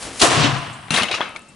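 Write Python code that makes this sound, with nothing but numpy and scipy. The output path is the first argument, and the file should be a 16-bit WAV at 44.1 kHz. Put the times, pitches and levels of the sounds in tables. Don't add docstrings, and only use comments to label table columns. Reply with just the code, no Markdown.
import sys
import numpy as np
from scipy import signal
from scipy.fft import rfft, irfft, next_fast_len
from scipy.io import wavfile
from scipy.ndimage import uniform_filter1d, map_coordinates

SR = 44100
rng = np.random.default_rng(int(sys.argv[2]) if len(sys.argv) > 2 else 0)


def undo_db(level):
    steps = np.asarray(level, float) / 20
    return 10 ** steps


def generate_wav(sig):
    pcm = np.round(np.clip(np.atleast_2d(sig).T, -1, 1) * 32767).astype(np.int16)
    wavfile.write(sys.argv[1], SR, pcm)


N = 68355
T = np.arange(N) / SR
BLAST_S = 0.21
BOOM_SPREAD = 0.17


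def unit(x):
    return x / np.sqrt(np.mean(x ** 2) + 1e-20)


def along(points, hz):
    f, v = np.transpose(points)
    return np.interp(np.log(hz + 1), np.log(f + 1), v)


def peaks_db(rows, hz):
    return sum(db / (1 + ((hz - centre_hz) / width_hz) ** 2) for centre_hz, width_hz, db in rows)


def shaped(x, gain_db):
    hz, t, z = signal.stft(x, SR, nperseg=256, noverlap=192)
    z = z * undo_db(gain_db(hz[:, None], t[None]))
    return signal.istft(z, SR, nperseg=256, noverlap=192)[1][..., :x.shape[-1]]


def filtered(x, response):
    m = next_fast_len(x.shape[-1] + 8192)
    return irfft(rfft(x, m) * response(np.fft.rfftfreq(m, 1 / SR)), m)[..., :x.shape[-1]]


def coloured(x, colour, hollows=()):
    return unit(filtered(x, lambda hz: undo_db(along(colour, hz) + peaks_db(hollows, hz))))


def noise():
    return rng.standard_normal((2, N))


def pulses(per_s, scatter_db):
    on = rng.random((2, N)) < per_s / SR
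    return unit(on * noise() * undo_db(scatter_db * noise()))


def stereo(pair, alike):
    def mid_side(hz):
        turn = np.arccos(np.clip(along(alike, hz), -1, 1)) / 2
        return np.array([np.cos(turn), np.sin(turn)])

    mid, side = filtered(pair, mid_side)
    return np.array([mid + side, mid - side])


def pan(lead_db):
    return undo_db([[lead_db / 2], [-lead_db / 2]])


def strike(s, rise_s, t60_s):
    u = np.maximum(T - s, 0)
    return (1 - np.exp(-u / rise_s)) * undo_db(-60 * u / t60_s)


def low(s, db, hz, rise_s, t60_s, spread):
    turn = 2 * np.pi * hz * (T - s)
    detune = np.exp(spread * rng.choice([-1, 1]))
    wave = np.sin(turn) + 0.5 * np.sin(turn * detune + rng.normal())
    return undo_db(db) * strike(s, rise_s, t60_s) ** 1.26 * wave


def add_tone(out, s, db, hz, t60_s, rise_s, blur_hz):
    start = round(s * SR)
    t = T[:N - start][:round(t60_s * SR)]
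    wander = np.cumsum(uniform_filter1d(rng.standard_normal(SR), size=80))[:len(t)]
    wander = wander * np.sqrt(2 * np.pi * blur_hz / SR)
    envelope = undo_db(db - 60 * t / t60_s) * (1 - np.exp(-t / rise_s))
    out[..., start:][..., :len(t)] += envelope * np.sin(2 * np.pi * hz * t + wander)


def fuse():
    # t/s, level/dB, brightness/(dB per octave)
    sputter = [
        (0, -36, 2),
        (0.03, -29, 2),
        (0.071, -30.5, 0),
        (.13, -35.5, 0),
        (.186, -32.5, 2.5),
    ]
    # f/Hz, level/dB
    fuse_colour = [(25, -20), (50, 0), (100, 2), (170, -4.5), (275, 1), (2300, -8), (11000, -14)]
    # f/Hz, level/dB
    jet_colour = [(200, -57), (400, -20), (1800, -19), (3200, -9.5), (11000, -18.5)]
    jet_s, jet_db, jet_rise_s, jet_t60_s = 0.186, -17.5, 0.016, 0.12

    s, level_db, tilt_db = np.transpose(sputter)
    hiss = coloured(pulses(12000, 1.1), fuse_colour)
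    hiss = shaped(hiss, lambda hz, t: np.interp(t, s, tilt_db) * np.log2((hz + 300) / 3000))
    hiss = stereo(hiss, [(100, 0.99), (8000, 0.83)])
    hiss = hiss * undo_db(np.interp(T, s, level_db) - 390 * np.maximum(T - BLAST_S, 0))

    jet = stereo(coloured(pulses(18000, 1.9), jet_colour), [(1000, 0.89)])
    rise = np.clip((T - jet_s) / jet_rise_s, 0, 1) ** 2
    fall = undo_db(-60 * np.maximum(T - jet_s - jet_rise_s, 0) / jet_t60_s)
    return pan(2.5) * (hiss + undo_db(jet_db) * rise * fall * jet)


def floor():
    # f/Hz, level/dB
    air_colour = [(30, -1.5), (120, -6), (215, 3), (420, -11), (620, -9.5), (2500, -16.5), (5500, -20.5),
                  (11000, -27)]
    return undo_db(-47.5) * pan(2.2) * stereo(coloured(noise(), air_colour), [(100, 1.0), (5000, 0.52)])


def blast():
    # t/s, level/dB
    roar = [(0.209, -36), (.213, -16), (0.227, -9.5), (0.251, -11), (0.279, -14.5), (.39, -14),
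            (0.422, -14.5), (0.47, -14.5), (0.5, -19.5), (0.573, -23), (.6, -26), (.675, -28.5), (.71, -32),
            (.85, -39), (1.55, -74)]
    # f/Hz, level/dB
    echo_colour = [(59, -41), (100, -22), (313, -0.5), (905, -7.5), (1170, -8), (1840, -8.5), (1990, -11.5),
                   (2780, -11.5), (11000, -14), (14300, -63), (22000, -120)]
    # f/Hz, width/Hz, level/dB
    table_hollows = [(694, 40, 8), (1024, 30, 6), (1165, 60, 5), (2850, 300, 3)]
    # f/Hz, loss/(dB per s)
    air_loss = [(150, 0), (400, 34), (900, -3), (3000, -0.5), (6000, 24.5), (8500, 50), (11000, 95)]
    # f/Hz, likeness/1
    blast_alike = [(100, 0.95), (700, 0.52), (3000, 0.66), (11000, 0.79)]
    # f/Hz, lead/dB
    echo_lead = [(300, 4.5), (2000, 1.5), (10000, 0)]
    # f/Hz, level/dB
    rumble_colour = [(20, -23), (40, -25), (80, -12.5), (125, -3), (170, -9.5), (260, -15), (500, -76)]
    # f/Hz, level/dB
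    crack_colour = [(300, -31), (600, -9), (1800, -9.5), (2700, -3), (5000, -5), (11000, -17)]
    swell_s, swell_length_s, swell_hz, swell_db = 0.44, 0.031, 3850, 5

    def echo_gain_db(hz, t):
        near_time = ((t - swell_s) / swell_length_s) ** 2
        near_pitch = (2 * np.log((hz + 1) / swell_hz)) ** 2
        swell = swell_db * np.exp(-near_time - near_pitch)
        return swell - along(air_loss, hz) * np.clip(t - BLAST_S, 0, 0.78)

    echoes = shaped(coloured(pulses(33000, 2), echo_colour, table_hollows), echo_gain_db)
    echoes = stereo(echoes, blast_alike)
    echoes = filtered(echoes, lambda hz: undo_db(np.outer([0.5, -0.5], along(echo_lead, hz))))
    places = [np.arange(2)[:, None] + 0 * T, 60 * T + np.zeros((2, 1))]
    clumps = undo_db(1.1 * map_coordinates(rng.standard_normal((2, 100)), places))

    rumble = pan(3.9) * stereo(coloured(noise(), rumble_colour), [(40, 0.32), (100, 0.97)])
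    rumble = rumble * undo_db(-12 + 6 * np.clip(T - BLAST_S, 0, 0.6))
    rumble = rumble * np.clip((T - BLAST_S) / 0.24, 0, 1)

    s, level_db = np.transpose(roar)
    scattered = (echoes * clumps + rumble) * undo_db(np.interp(T, s, level_db, left=-120))

    crack = stereo(coloured(noise(), crack_colour), blast_alike)
    crack = pan(1.6) * undo_db(-4) * strike(0.2148, rise_s=0.0016, t60_s=0.1) * crack
    push_s, push_width_s = 0.2295, 0.0012
    u = np.maximum(T - push_s, 0) / push_width_s
    push = pan(8) * undo_db(-7) * u * (2.2 - u) * np.exp(-u)
    return crack + push + scattered


def debris():
    # t/s, level/dB, f/Hz, t60/s
    grit_ticks = [(0.582, -34, 8400, 0.026), (0.728, -38, 7700, 0.096), (1.291, -39, 9300, 0.023),
                  (1.35, -38.5, 9100, 0.012), (1.361, -33, 7450, 0.0082), (1.367, -22, 9400, 0.0034),
                  (1.372, -28.5, 9300, 0.0064), (1.393, -22, 9500, 0.003), (1.417, -44, 8100, 0.044),
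                  (1.485, -42.5, 8200, 0.06)]

    def high(hz, size):
        band = lambda f: np.exp(-(np.log((f + 1) / hz) / 0.2) ** 2)
        return unit(filtered(rng.standard_normal(size), band))

    ticks = sum(undo_db(db) * strike(s, 0.0005 + t60_s / 20, t60_s) * high(hz, N)
                for s, db, hz, t60_s in grit_ticks)
    leaves = high(8800, (2, N)) * undo_db(-49.5 - 16 * (T - 0.64)) * (T > BLAST_S)
    return pan(2.4) * ticks + leaves


def booms():
    # t/s, level/dB, f/Hz
    wall_slaps = [(.221, -25, 900), (.227, -21, 428), (.236, -25, 610), (.2475, -20, 980), (.251, -3, 570),
                  (.261, -13, 684), (.264, -5.5, 1032)]
    # t/s, level/dB, f/Hz, left lead/dB
    wall_booms = [(0.279, -18, 121, 12), (0.371, -6.5, 150.3, 10), (0.424, -8.5, 110, 11),
                  (0.428, -12.5, 286.6, 15.5), (0.458, -12, 147, 13.5), (0.521, -10.5, 128, 9),
                  (0.555, -21, 140, 19), (0.678, -24, 117, 5), (0.778, -30.5, 160, 0),
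                  (0.853, -31.5, 132.5, 0)]
    slaps = sum(pan(rng.normal(1.6, 8.3)) * low(s, db, hz, 0.0037, 0.042, BOOM_SPREAD)
                for s, db, hz in wall_slaps)
    echoes = sum(pan(lead_db) * low(s, db, hz, 0.015, 0.2, BOOM_SPREAD)
                 for s, db, hz, lead_db in wall_booms)
    return slaps + echoes


def mount():
    # t/s, level/dB, t60/s, brightest f/Hz, sizzle/dB
    contacts = [(0.881, -33.5, 0.083, 1950, -37), (0.9054, -16, 0.041, 2780, -12.5),
                (0.909, -21.5, 0.048, 4300, -1), (.917, -20.5, 0.56, 2850, -8),
                (0.9387, -15, 0.3, 3850, -6), (0.9587, -19, 0.49, 3840, -22), (.971, -17, 0.17, 1900, -6),
                (0.984, -15.5, 0.14, 2800, -25), (1.005, -22.5, 0.39, 2620, -38),
                (1.02, -19, 0.077, 3620, -28), (1.032, -14.5, 0.041, 3240, -8.5),
                (1.0857, -26.5, 0.16, 3100, -45), (1.097, -39, 0.26, 890, -45),
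                (1.1121, -19, .25, 4050, -24), (1.14, -20.5, 0.063, 2390, -50),
                (1.145, -22.5, 0.17, 5340, -23), (1.176, -26.5, 0.54, 1510, -49),
                (1.2063, -11, 0.018, 1530, -66), (1.2126, -29, 0.2, 3240, -42),
                (1.223, -26, 0.4, 2470, -45), (1.352, -33, 0.13, 1120, -49),
                (1.361, -29.5, 0.056, 4150, -25)]
    # f/Hz, level/dB, t60/s
    steel_modes = [(620, -15, .2), (740, -13, .2), (1276, -11, .6), (1782, -10, .25), (2105, -6, .25),
                   (2550, -6, .4), (2681, -9, .85), (2837, -5, .14), (3036, -12, .5), (3359, -11, .2),
                   (3849, -9, .3)]
    # f/Hz, width/Hz, level/dB
    board_hollows = [(1240, 600, 2.5), (1780, 90, -1), (2220, 63, 3), (2650, 680, 3), (3850, 570, 6),
                     (6000, 1200, 5), (9300, 460, 5.5)]
    # t/s, level/dB, f/Hz, t60/s
    knocks = [(.9058, -12, 4210, 0.015), (.9062, -22.5, 6160, 0.026), (.9056, -22, 9640, 0.023),
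              (.9068, -12, 2650, 0.015), (.9175, -18, 2794, 0.086), (.9178, -35, 9500, 0.05),
              (.9415, -15.5, 1800, 0.023), (.9425, -13, 3230, 0.034), (.959, -32, 2560, .03),
              (.963, -11.5, 3930, 0.018), (.972, -17, 2156, 0.078), (.979, -10.5, 1780, 0.018),
              (.9855, -18, 3050, 0.017), (.9865, -16.5, 1150, 0.059), (.999, -12.5, 2580, 0.034),
              (1.0045, -29, 2740, .04), (1.005, -17, 1780, 0.049), (1.009, -12.5, 2590, 0.033),
              (1.0205, -15, 4250, 0.014), (1.0238, -14, 2700, 0.015), (1.034, -17, 3010, 0.059),
              (1.034, -30, 9820, 0.045), (1.042, -26, 2053, 0.15), (1.0843, -13, 3000, .014),
              (1.2068, -8, 1030, .022), (1.2128, -11, 3300, .022), (1.087, -25, 2680, .04),
              (1.096, -23, 730, 0.039), (1.1085, -14.5, 670, 0.012), (1.1138, -14, 3860, 0.019),
              (1.1145, -19, 2506, 0.067), (1.1138, -25.5, 8800, 0.019), (1.125, -19, 3900, 0.025),
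              (1.13, -20, 2900, 0.062), (1.1405, -16, 2410, 0.031), (1.141, -22, 1300, 0.1),
              (1.149, -15, 2650, 0.024), (1.158, -27.5, 2713, 0.16), (1.213, -15, 1170, 0.038),
              (1.2175, -20.5, 1686, 0.045), (1.225, -27, 1315, 0.073), (1.3611, -21.5, 2220, 0.033)]
    # t/s, level/dB, f/Hz
    ground_thumps = [(0.904, -37, 81), (0.9049, -24.5, 273), (0.907, -15, 153.5), (0.923, -16.5, 198),
                     (0.972, -25, 103), (1.013, -26.5, 118), (1.014, -19.5, 201), (1.027, -24.5, 224),
                     (1.13, -33.5, 106.5), (1.25, -36, 215), (1.291, -40, 105), (1.357, -50, 112.5)]
    low_slope_db, high_slope_db = -2.5, 14
    ring_db, ring_blur_hz, knock_blur = -15, 5, 0.03
    bass_cut_hz = 330

    out = np.zeros((2, N))
    for s, db, t60_s, top_hz, sizzle_db in contacts:
        def colour_db(hz):
            octaves = np.log2((hz + 50) / top_hz)
            peak = np.minimum(low_slope_db * octaves, -high_slope_db * octaves)
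            return np.maximum(peak, np.where(hz > top_hz, sizzle_db, -60))

        grit_gain = lambda hz: undo_db(colour_db(hz) + peaks_db(board_hollows, hz))
        grit = unit(filtered(pulses(16000, 1.2), grit_gain))
        grit = stereo(grit, [(1000, 0.84), (9000, 0.7)])
        crack = undo_db(-2) * strike(s, 0.0004, 0.012)
        out += undo_db(db) * (strike(s, 0.0008, t60_s) + crack) * grit
        for hz, mode_db, ring_s in steel_modes:
            tone_db = db + ring_db + mode_db + colour_db(hz) / 3 + rng.normal(0, 3)
            add_tone(out, s, tone_db, hz * np.exp(rng.normal(0, 0.003)), ring_s, 0.001, ring_blur_hz)
    out = filtered(out, lambda hz: hz ** 2 / (hz ** 2 + bass_cut_hz ** 2))

    for s, db, hz, t60_s in knocks:
        add_tone(out, s, db, hz, t60_s, 0.0005, knock_blur * hz)
    out += sum(low(s, db, hz, 0.0036, 0.13, spread=0.2) for s, db, hz in ground_thumps)
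    lead_db = 5 - 2 * (T - contacts[1][0])
    return out * undo_db([lead_db / 2, -lead_db / 2])


def yard(x):
    # f/Hz, t60/s
    yard_t60 = [(200, 0.44), (2000, 0.17), (10000, 0.2)]
    tail = shaped(rng.standard_normal((2, SR // 2)), lambda hz, t: -60 * t / along(yard_t60, hz))
    tail = tail / np.linalg.norm(tail[0])
    late = np.pad(x, (600, 0))[None]
    return undo_db(-16) * signal.fftconvolve(late, tail, axes=1)[:, :N]


def scene():
    fall = mount()
    return fuse() + floor() + blast() + debris() + booms() + fall + yard(fall.mean(0))


def roll_off(x):
    return signal.sosfilt(signal.butter(12, 11740, fs=SR, output="sos"), x)


def record(dry):
    ceiling, knee = 0.93, 5
    top_hz, edge_hz, bass_hz = 11030, 90, 40

    def band_limit(hz):
        edge_db = np.clip((hz - top_hz) / edge_hz * 20, 0, 42)
        return undo_db(-edge_db - np.clip((hz - top_hz) / 60, 0, 60))

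    x = dry / (1 + np.abs(dry / ceiling) ** knee) ** (1 / knee)
    x = filtered(x, band_limit)
    x = filtered(x, lambda hz: hz / np.hypot(hz, bass_hz))
    return roll_off(x)


dry = scene()
out = record(dry)
generate_wav(out)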